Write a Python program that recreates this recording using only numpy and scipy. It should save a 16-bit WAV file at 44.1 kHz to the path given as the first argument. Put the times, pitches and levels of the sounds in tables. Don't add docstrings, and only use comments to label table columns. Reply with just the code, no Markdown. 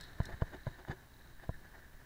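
import sys
import numpy as np
from scipy import signal
from scipy.fft import rfft, irfft
from scipy.io import wavfile
from scipy.ndimage import uniform_filter1d

SR = 44100
rng = np.random.default_rng(int(sys.argv[2]) if len(sys.argv) > 2 else 0)


def unload_audio(sound):
    columns = np.transpose(np.atleast_2d(sound))
    steps = np.round(np.clip(columns, -1, 1) * 32767)
    wavfile.write(sys.argv[1], SR, steps.astype(np.int16))


N = 90404
T = np.arange(N) / SR

# (frequency [Hz], width [Hz], gain [dB])
MOUNT_MODES = [(170, 60, -6), (375.6, 28, 7.5), (696, 83, 3), (853, 97, 3), (980, 100, -3.5),
               (1208, 106, -8), (1506, 260, -4), (1703, 100, 0.5), (2060, 88, -38), (2941, 113, -12.5),
               (3580, 300, -15), (4570, 200, -23), (6480, 300, -20)]


def undb(db):
    return 10 ** (np.asarray(db) / 20)


def unit(x):
    return x / np.sqrt(np.mean(x ** 2))


def curve(rows):
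    return undb(np.interp(T, *np.array(rows).T))


def colour(x, points):
    hz, db = np.array(points).T
    bins_hz = np.maximum(np.fft.rfftfreq(N, 1 / SR), 1)
    gain = undb(np.interp(np.log(bins_hz), np.log(hz), db))
    return unit(irfft(rfft(x) * gain, N))


def ring(x, modes):
    return sum(undb(db) * signal.lfilter(*signal.iirpeak(hz, hz / width_hz, fs=SR), x)
               for hz, width_hz, db in modes)


def flex(x, modes):
    out = 0
    for hz, width_hz, db in modes:
        pole = np.exp((2j * hz - width_hz) * np.pi / SR)
        out = out + undb(db) * width_hz / SR * signal.lfilter([1], [1, -pole], x).imag
    return out


def walk(rate_hz):
    span = int(SR / rate_hz)
    return unit(uniform_filter1d(uniform_filter1d(rng.standard_normal(N), span), span))


def grains(per_s, spread_db):
    size = undb(spread_db * np.minimum(rng.exponential(size=N), 4))
    return unit((rng.random(N) < per_s / SR) * size * rng.choice([-1, 1], N))


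def swell(peak_s, rise_s, fall_s):
    return np.exp(-np.maximum((peak_s - T) / rise_s, (T - peak_s) / fall_s))


def push(start_s, length_s):
    return np.sin(np.pi * np.clip((T - start_s) / length_s, 0, 1)) ** 2


def thumps():
    # (time [s], thump peak [dB], push length [s], knock peak [dB], knock cutoff [Hz])
    jolts = [(.2011, -21.7, 0.0046, -25.5, 2500), (0.2, -42, 0.0061, -56, 3000),
             (.4194, -21, 0.0053, -23, 1560), (.667, -28.5, 0.0046, -28.5, 2300),
             (.674, -30, 0.0059, -42, 1500), (.8957, -29.5, 0.0042, -39, 1500),
             (1.4912, -26, 0.0043, -28, 1430), (.341, -39, .0055, -49, 2000),
             (.289, -44, 0.0024, -39.5, 900)]
    # (frequency [Hz], width [Hz], gain [dB])
    heavy_modes = [(29.6, 18, -3), (76.7, 54, 0), (126, 45, -4)]
    # (frequency [Hz], width [Hz], gain [dB])
    case_modes = [(332, 65, -4), (570, 190, -0.5), (666, 72, 5.5), (920, 120, -5.5), (1000, 94, 2.5),
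                  (1435, 170, -3), (1620, 78, -10), (3060, 170, -13), (3850, 370, -12)]
    knock_lag_s, chatter_decay_s, chatter_db = 0.001505, 0.0062, -27.5
    out = 0
    for at_s, thump_db, push_s, knock_db, cutoff_hz in jolts:
        body = ring(push(at_s, push_s), heavy_modes)
        since_s = T - at_s - knock_lag_s
        decay = (since_s > 0) * np.exp(-abs(since_s) / chatter_decay_s)
        contact = undb(chatter_db) * rng.standard_normal(N) * decay
        contact[np.argmax(since_s > 0)] += 1
        knock = signal.lfilter(*signal.butter(2, cutoff_hz, fs=SR), flex(contact, case_modes))
        out = out - undb(thump_db) * body / abs(body).max() - undb(knock_db) * knock / abs(knock).max()
    return out


def scrapes():
    # (peak time [s], rise [s], fall [s], level [dB])
    slips = [(0.297, .006, 0.0095, -46.5), (.328, 0.012, 0.014, -49), (.418, 0.0091, 0.013, -46.5),
             (0.542, .013, 0.011, -43.5), (0.672, 0.0059, 0.011, -45), (0.796, 0.0091, 0.013, -49.5),
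             (.884, 0.0037, 0.0069, -50.5), (0.916, 0.016, 0.011, -38.5), (1.398, .001, 0.0031, -53.5),
             (1.439, .012, 0.0073, -51.5), (1.651, .006, 0.009, -59), (1.755, 0.032, .04, -59.5)]
    cutoff_hz = 5450
    effort = sum(undb(db) * swell(at_s, rise_s, fall_s) for at_s, rise_s, fall_s, db in slips)
    grit = grains(per_s=2000, spread_db=2)
    rasp = flex(grit * effort, MOUNT_MODES) / flex(grit, MOUNT_MODES).std()
    return signal.lfilter(*signal.butter(2, cutoff_hz, fs=SR), rasp)


def catches():
    # (time [s], peak [dB], contact length [s])
    stops = [(.546, -39.5, 0.002), (.912, -44, 0.00066), (0.85, -40, .00033), (.2145, -41.5, 0.00029),
             (0.73, -55, .002)]
    contact_cycles = 0.54
    out = 0
    for at_s, db, contact_s in stops:
        tap = flex(push(at_s, contact_s), MOUNT_MODES)
        tap = ring(tap, [(contact_cycles / contact_s, 700, 0)])
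        out = out + undb(db) * tap / abs(tap).max()
    return out


def tyres():
    # (time [s], level [dB])
    levels = [(0, -57), (.15, -58), (.3, -53.5), (.4, -59), (.5, -57.5), (.62, -59.5), (.74, -59),
              (.85, -64), (1.02, -58.5), (1.09, -64), (1.2, -59.5), (1.35, -64), (1.42, -62.5), (1.6, -62),
              (1.66, -60), (1.76, -60), (1.92, -64), (2.05, -60)]
    # (frequency [Hz], gain [dB])
    spectrum = [(100, 9.5), (220, 1), (350, 0.5), (480, -3.5), (690, -2.5), (1000, -3), (1280, -7),
                (1650, -3), (1850, -9), (2150, -10.5), (2600, -20), (3100, -15), (3500, -24.5), (6000, -22),
                (12000, -37)]
    flicker_db = 1.4
    crunch = colour(grains(per_s=3500, spread_db=1.2), spectrum)
    return crunch * curve(levels) * undb(flicker_db * walk(rate_hz=58))


def case_ring():
    # (time [s], level [dB])
    levels = [(0, -59), (.15, -64.5), (.28, -58.5), (.335, -57), (.38, -65), (.51, -59), (.63, -67),
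              (.73, -60.5), (.85, -69.5), (.92, -68), (.97, -63), (1.08, -76), (1.2, -68), (1.35, -70.5),
              (1.435, -63), (1.48, -71), (1.53, -60.5), (1.61, -70.5), (1.66, -62), (1.7, -70.5),
              (1.76, -61), (1.9, -69.5), (2.05, -67)]
    # (frequency [Hz], width [Hz], gain [dB])
    hollow_modes = [(1619, 160, 1.5), (1746, 96, 4.5), (1904, 120, -12.5)]
    band_hz, flicker_db = (1410, 2050), 1.4
    bandpass = signal.butter(2, band_hz, "bandpass", fs=SR, output="sos")
    hollow = signal.sosfilt(bandpass, ring(grains(per_s=2000, spread_db=2.5), hollow_modes))
    return unit(hollow) * curve(levels) * undb(flicker_db * walk(rate_hz=70))


def clicks():
    # (time [s], level [dB])
    snaps = [(0.0099, -49.5), (.038, -56.5), (.233, -54.5), (0.255, -49)]
    # (frequency [Hz], width [Hz], gain [dB])
    metal_modes = [(3880, 150, -0.5), (4160, 102, 4.5), (4900, 250, -3), (5420, 220, 0), (5900, 250, -6),
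                   (6800, 500, -11), (7600, 500, -8), (9600, 800, -18)]
    rise_s, fall_s, tail_s, tail_db = 0.0011, 0.0035, 0.011, -9.5
    force = sum(undb(db) * swell(at_s, rise_s, fall_s) for at_s, db in snaps)
    jingle = sum(undb(db + tail_db) * swell(at_s, rise_s, tail_s) for at_s, db in snaps)
    noise = rng.standard_normal(N)
    attack = ring(noise * force, metal_modes) / ring(noise, metal_modes).std()
    lowest = metal_modes[:2]
    tail = ring(ring(noise * jingle, lowest), lowest) / ring(ring(noise, lowest), lowest).std()
    return attack + tail


def drivetrain():
    # (time [s], level [dB])
    levels = [(0, -59), (.04, -59), (.1, -68), (.25, -68.5), (.45, -72.5), (.7, -71.5), (.82, -76),
              (1.1, -79.5), (1.5, -75.5), (2.05, -81)]
    # (frequency [Hz], width [Hz], gain [dB])
    modes = [(3868, 154, 16.5), (4180, 73, 10.5), (5530, 630, -31.5)]
    return unit(ring(grains(per_s=900, spread_db=1.7), modes)) * curve(levels)


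def freewheel():
    # (start [s], end [s], starting level [dB])
    coasts = [(.607, 0.756, -57.5), (1.139, 1.34, -59.5)]
    # (frequency [Hz], width [Hz], gain [dB])
    pawl_mode = [(3930, 265, 0)]
    rate_hz, spread_db, fade_db_per_s = 37.2, 2.5, 18
    ticks = np.zeros(N)
    for start_s, end_s, db in coasts:
        times_s = np.arange(start_s, end_s, 1 / rate_hz)
        scatter_db = spread_db * rng.standard_normal(size=64)[:len(times_s)]
        ticks[(times_s * SR).astype(int)] = undb(db - fade_db_per_s * (times_s - start_s) + scatter_db)
    ping = ring(ring(signal.unit_impulse(N), pawl_mode), pawl_mode)
    return signal.fftconvolve(ticks, ping / abs(ping).max())[:N]


def wind():
    # (time [s], level [dB])
    levels = [(0, -52.5), (.15, -56), (.25, -52), (.33, -53), (.39, -56), (.6, -59), (.72, -58),
              (.8, -63.5), (.95, -55.5), (1.15, -63.5), (1.35, -55), (1.48, -56.5), (1.55, -50), (1.6, -58),
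              (1.68, -62.5), (1.82, -61), (1.96, -56.5), (2.05, -69)]
    # (frequency [Hz], gain [dB])
    spectrum = [(8, -4), (18, 0.5), (35, -6.5), (70, -14.5), (110, -20), (150, -20), (300, -33.5),
                (900, -56)]
    gust_db = 2
    return colour(rng.standard_normal(N), spectrum) * curve(levels) * undb(gust_db * walk(rate_hz=14))


def scene():
    mount = thumps() + scrapes() + catches()
    return (mount + tyres() + case_ring() + drivetrain() + freewheel() + clicks() + wind())[None]


def record(dry):
    # (frequency [Hz], gain [dB])
    hiss_spectrum = [(100, -5), (2500, 2), (5000, 0), (8000, -1.5), (11000, -1.5), (15000, 1), (16000, -1)]
    # (frequency [Hz], level [dB])
    partials = [(60, -66), (120, -71.5), (240, -79)]
    hiss_db, cutoff_hz = -69.5, 15750
    whine_hz, whine_db, flutter_hz, flutter_depth = 15478, -80.5, 57.5, 0.64
    hiss = undb(hiss_db) * colour(rng.standard_normal(N), hiss_spectrum)
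    hum = sum(undb(db) * np.sqrt(2) * np.sin(2 * np.pi * (hz * T + rng.random())) for hz, db in partials)
    flutter = 1 + flutter_depth * np.sin(2 * np.pi * flutter_hz * T)
    whine = undb(whine_db) * np.sqrt(2) * np.sin(2 * np.pi * whine_hz * T) * flutter
    lowpass = signal.ellip(12, 0.1, 70, cutoff_hz, fs=SR, output="sos")
    return signal.sosfilt(lowpass, dry + hiss + hum + whine)


dry = scene()
out = record(dry)
unload_audio(out)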